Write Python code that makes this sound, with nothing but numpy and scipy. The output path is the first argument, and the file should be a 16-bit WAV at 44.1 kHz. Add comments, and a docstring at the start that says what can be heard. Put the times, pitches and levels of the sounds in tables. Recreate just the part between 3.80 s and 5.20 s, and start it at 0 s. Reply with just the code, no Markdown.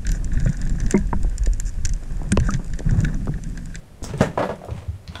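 """A plastic pet flap clatters on its door as a dog pushes through into a small tiled room.
The catch snaps open, the dog thumps the frame, and each impact excites modes that die away.
The swinging flap shoves the air and fur brushes through; then paws thud on a mat
and claws tick on the tiles, over a low room tone."""
import sys
import numpy as np
from scipy import signal
from scipy.fft import rfft, irfft
from scipy.io import wavfile
from scipy.ndimage import uniform_filter1d

SR = 44100
rng = np.random.default_rng(int(sys.argv[2]) if len(sys.argv) > 2 else 0)


def dump_mix(stems):
    """Bounce the given channels to the path in sys.argv[1] as a 16-bit WAV at rate SR."""
    frames = np.atleast_2d(stems).T  # one column per channel
    limited = np.clip(frames, -1, 1)  # hard clip at full scale
    pcm = np.round(limited * 32767).astype(np.int16)
    wavfile.write(sys.argv[1], SR, pcm)


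N = 61739


def flap():
    """Impacts excite the plastic's modes; a softer contact acts as a lower low-pass filter."""
    # Each row: start in seconds, level in dB, cutoff in Hz, crack level in dB.
    knocks = [(.575, -10, 1200, -26.5), (.5905, -17, 1610, -22.5), (.601, -11, 1280, -26.5),
              (0.6092, -16, 910, -41), (0.6248, -14.5, 2000, -21.5), (0.637, -24, 3020, -26),
              (0.651, -22.5, 3300, -50), (0.6909, -16, 2040, -28), (.703, -20, 2200, -56),
              (0.7107, -22.5, 1500, -35), (.787, -40, 925, -50), (.8155, -29.5, 765, -47),
              (0.838, -26.5, 850, -50), (0.8847, -25.5, 580, -64), (1.022, -38, 1110, -44.5)]
    # Each row: mode frequency in Hz, level in dB, T60 in seconds.
    modes = [(188.4, -20, .17), (303, -21, 0.1), (387, -16, 0.065), (497.3, -14, 0.095), (569.9, -11, .15),
             (615, 4, 0.013), (678.5, 2.5, 0.024), (890, -13.5, 0.022), (940, -6.5, 0.019),
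             (1230, -16.5, 0.031), (1343, -25, 0.09), (1674, -23.5, 0.09), (2000, -35, 0.12)]
    # Spectra of the dense modes and the crack. Each row: frequency in Hz, level in dB.
    dense_modes = [(150, -22), (300, -2.5), (650, 3.5), (1050, -0.5), (1350, -2.5), (2200, -19),
                   (5000, -35), (15500, -51)]
    crack_spectrum = [(300, -23), (1200, 4.5), (3000, -8), (4500, -14.5), (7000, -23), (10000, -28.5),
                      (15500, -42)]
    out = np.zeros(N)
    for start, db, cutoff_hz, crack_db in knocks:
        plate = ring(modes) + amp(1) * burst(dense_modes, decay_s=0.0052)
        body = signal.lfilter(*signal.butter(2, cutoff_hz, fs=SR), plate)
        crack = amp(crack_db) * burst(crack_spectrum, decay_s=0.012)
        add(out, start, room(amp(db) * body / abs(body).max() + crack, wet_db=-2.5))
    return out


def frame():
    """The dog strikes the frame: dense modes damp quickly as a bang, while a few ring on."""
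    # Each row: start in seconds, level in dB, crack level in dB.
    bangs = [(0.334, -29, -31), (0.4076, -8, -15), (.4135, -9.5, -17), (0.434, -27, -24),
             (.458, -39, -30.5)]
    # Each row: mode frequency in Hz, level in dB, T60 in seconds.
    modes = [(302, -6, 0.12), (430, -0.5, 0.041), (556, 3, .06), (643.3, -3.5, 0.16), (864, -0.5, 0.051),
             (940, -1.5, 0.032), (1424, -23, 0.074), (1790, -14.5, 0.17)]
    # Spectra of the dense modes and the crack. Each row: frequency in Hz, level in dB.
    dense_modes = [(100, -15), (280, -2), (500, 6.5), (800, 10), (1100, -3.5), (1800, -14), (2600, -26),
                   (6000, -57), (15500, -56)]
    crack_spectrum = [(500, -2), (1500, 8), (3000, -2.5), (4500, -9), (7000, -11), (10000, -16.5),
                      (15500, -32)]
    out = np.zeros(N)
    for start, db, crack_db in bangs:
        body = burst(dense_modes, decay_s=0.007) + amp(-12.5) * ring(modes)
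        crack = amp(crack_db) * burst(crack_spectrum, decay_s=0.0057)
        add(out, start, room(amp(db) * body + crack, wet_db=1.5))
    return out


def body_bumps():
    """The dog's soft body meets the door: a long contact excites only low frequencies."""
    # Each row: start in seconds, level in dB, pitch in Hz, length in seconds.
    bumps = [(.221, -48, 169, 0.023), (.295, -37.5, 102, 0.035), (.334, -20.5, 148, 0.033),
             (.3345, -26.5, 407, 0.014), (.4065, -4.5, 168.8, 0.0089), (.403, -23, 107, 0.0315),
             (.459, -23, 174.4, 0.018), (.59, -25, 119, 0.023), (.695, -22.5, 108, 0.013),
             (.712, -26, 183, 0.024)]
    return thuds(bumps, wet_db=-7)


def clicks():
    """The catch and hinge snap, and a claw ticks once near 0.85 s: brief contacts of hard material have a wide
    bandwidth."""
    # Each row: start in seconds, level in dB, resonance in Hz.
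    snaps = [(.229, -29, 5940), (0.2333, -29.5, 7660), (0.2417, -18.5, 7160), (0.2489, -26, 4700),
             (0.275, -37, 7150), (.377, -33.5, 8300), (0.4216, -24, 6700), (0.654, -39, 10600),
             (.759, -47.5, 10000), (0.848, -36.5, 10900)]
    # Each row: frequency in Hz, level in dB.
    spectrum = [(500, 10.5), (2000, -11), (4000, 0.5), (7000, 1.5), (10000, -7), (15500, -15)]
    out = np.zeros(N)
    for start, db, hz in snaps:
        snap = tick(spectrum, hz, decay_s=0.001, peak_db=11.5, half_width_hz=1100)
        add(out, start, room(amp(db) * snap, wet_db=0))
    return out


def air_puffs():
    """Air displaced by the swinging flap makes a short, very low rumble."""
    # Each row: start in seconds, level in dB, T60 in seconds.
    puffs = [(0.222, -19.5, 0.78), (.42, -30.5, 1), (0.947, -47, 0.33)]
    # Each row: frequency in Hz, level in dB.
    spectrum = [(10, -19), (22, 4), (45, -1.5), (65, -4), (105, -7.5), (190, -8), (300, -19), (500, -30),
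                (1500, -78), (15500, -95)]
    out = np.zeros(N)
    for start, db, t60 in puffs:
        add(out, start, amp(db) * burst(spectrum, decay_s=t60 / np.log(1000)))
    return out


def paws():
    """Cushioned impacts on the mat give low thuds."""
    # Each row: start in seconds, level in dB, pitch in Hz, length in seconds.
    steps = [(.875, -29.5, 96.6, 0.049), (.911, -17, 89.8, 0.0265), (.944, -27.5, 157, 0.02),
             (.97, -26, 85.5, 0.043), (1.078, -17, 93.8, .037), (1.085, -37.5, 179, 0.0226),
             (1.119, -35.5, 93, 0.059), (1.279, -28.5, 80.5, 0.029), (1.283, -31.5, 157.4, .025),
             (1.343, -30, 87, 0.032)]
    return thuds(steps, wet_db=-10)


def claws():
    """Hard claws tick, and a firm step excites the tile's modes."""
    # Each row: start in seconds, level in dB, resonance in Hz, tile level in dB.
    taps = [(.908, -35.5, 4160, -57), (1.277, -29.5, 3720, -68), (1.3544, -24, 3430, -21.5)]
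    # Each row: frequency in Hz, level in dB.
    spectrum = [(500, 4.5), (2000, 8), (4500, 7.5), (7000, -6), (10000, -10.5), (15500, -23)]
    # Each row: mode frequency in Hz, level in dB, T60 in seconds.
    tile_modes = [(700, -5, .025), (1000, -7, .02), (1440, 0, .025), (2020, -6, .02), (2850, -7, .012),
                  (3440, -1, .014)]
    out = np.zeros(N)
    for start, db, hz, tile_db in taps:
        claw = amp(db) * tick(spectrum, hz, decay_s=0.0011, peak_db=5, half_width_hz=900)
        clack = .5 * amp(tile_db) * ring(tile_modes)
        add(out, start, room(claw + clack, wet_db=0))
    return out


def fur():
    """Friction of fur on frame and mat makes noise with a grainy, fluctuating level."""
    # Each row: time in seconds, level in dB.
    rubbing = [(.2, -66), (0.242, -41.5), (.285, -40.5), (.303, -36), (.325, -40), (.345, -47.5),
               (.375, -43.5), (0.402, -30.5), (0.502, -47.5), (.7, -43), (.8, -53.5), (.9, -49),
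               (0.979, -42.5), (1.06, -50.5), (1.22, -67), (1.31, -52), (1.345, -42.5), (1.4, -41.5)]
    # Each row: frequency in Hz, level in dB.
    spectrum = [(80, 10), (300, 3), (900, 0), (1600, -6), (2600, -8), (4500, -16.5), (8500, -18.5),
                (15500, -51)]
    grain = uniform_filter1d(rng.standard_normal(N), size=150)
    level_db = np.interp(np.arange(N) / SR, *np.transpose(rubbing))
    return noise(spectrum, N) * amp(level_db - 2 * grain / grain.std())


def room_tone():
    """Stationary background noise, strongest in the bass."""
    # Each row: frequency in Hz, level in dB.
    spectrum = [(25, 13.5), (65, 8), (150, 7.5), (300, -4.5), (570, -5.5), (900, -12.5), (1800, -17),
                (5000, -24), (11000, -26.5), (15500, -37)]
    return amp(-45) * noise(spectrum, N)


def room(x, wet_db):
    """Reverberation: dense random reflections follow the direct sound and decay by band."""
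    # Each row: frequency in Hz, T60 in seconds.
    reverb_times = [(60, 0.44), (200, 0.34), (700, 0.18), (2000, 0.22), (6000, 0.19), (15000, 0.25)]
    gap_s, build_s, reflections_per_s = 0.0011, 0.002, 4000
    t = clock()
    taps = rng.choice([-1., 1.], len(t)) * (rng.random(len(t)) < reflections_per_s / SR)
    hz, times, bands = signal.stft(taps, SR, nperseg=256)
    decay = amp(-60 * times / read(reverb_times, hz)[:, None])
    tail = signal.istft(bands * decay, SR, nperseg=256)[1][:len(t)]
    tail *= np.clip((t - gap_s) / build_s, 0, 1)
    response = amp(wet_db) * tail / np.linalg.norm(tail)
    response[0] += 1  # direct sound
    return signal.fftconvolve(x, response)


def ring(modes, spread_db=2):
    """A sum of damped modes; each blow lands elsewhere and weights them differently."""
    t = clock()
    return sum((-1) ** k * amp(db + spread_db * rng.standard_normal() - 60 * t / t60)
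               * np.sin(2 * np.pi * hz * t) for k, (hz, db, t60) in enumerate(modes))


def burst(spectrum, decay_s, rise_s=0.00042):
    """A noise transient with a fast rise and exponential decay."""
    t = clock()
    return .5 * noise(spectrum, len(t)) * np.exp(-t / decay_s) * (1 - np.exp(-t / rise_s))


def tick(spectrum, hz, decay_s, peak_db, half_width_hz):
    """A sharp contact coloured by one broad resonance."""
    f = np.geomspace(200, SR / 2, num=200)
    resonance_db = peak_db / (1 + ((f - hz) / half_width_hz) ** 2)
    return 2 * burst(np.c_[f, read(spectrum, f) + resonance_db], decay_s, rise_s=0.0001)


def thuds(rows, wet_db):
    """Soft contacts: a few low cycles under a half-sine envelope."""
    out = np.zeros(N)
    for start, db, hz, length in rows:
        t = np.arange(0, length, 1 / SR)
        envelope = amp(db) * np.sin(np.pi * t / length)
        add(out, start, room(envelope * np.sin(2 * np.pi * hz * t), wet_db))
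    return out


def noise(spectrum, size):
    """Coloured noise of rms 1."""
    gain = amp(read(spectrum, np.fft.rfftfreq(size, 1 / SR)))
    x = irfft(rfft(rng.standard_normal(size)) * gain, size)
    return x / x.std()


def amp(db):
    """Decibels to gain."""
    return 10 ** (np.asarray(db) / 20)


def read(points, hz):
    """Interpolation on a log-frequency axis."""
    f, value = np.transpose(points)
    return np.interp(np.log(hz + 1), np.log(f + 1), value)


def add(mix, start_s, sound):
    """Mixes a sound in at a time."""
    part = mix[round(start_s * SR):][:len(sound)]
    part += sound[:len(part)]


def clock():
    """Half a second of time for one event."""
    return np.arange(SR // 2) / SR


def scene():
    """Superposition of door, dog and room tone in one channel."""
    door = flap() + frame() + clicks() + air_puffs() + body_bumps()
    dog = fur() + claws() + paws()
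    return (door + dog + room_tone())[None]


def record(dry):
    """Hard clipping at full scale, then a low-pass band limit."""
    lowpass = signal.firwin(511, 15750, window=("kaiser", 9), fs=SR)
    return signal.oaconvolve(np.clip(dry, -1, 1), lowpass[None], "same")


dry = scene()
out = record(dry)
dump_mix(out)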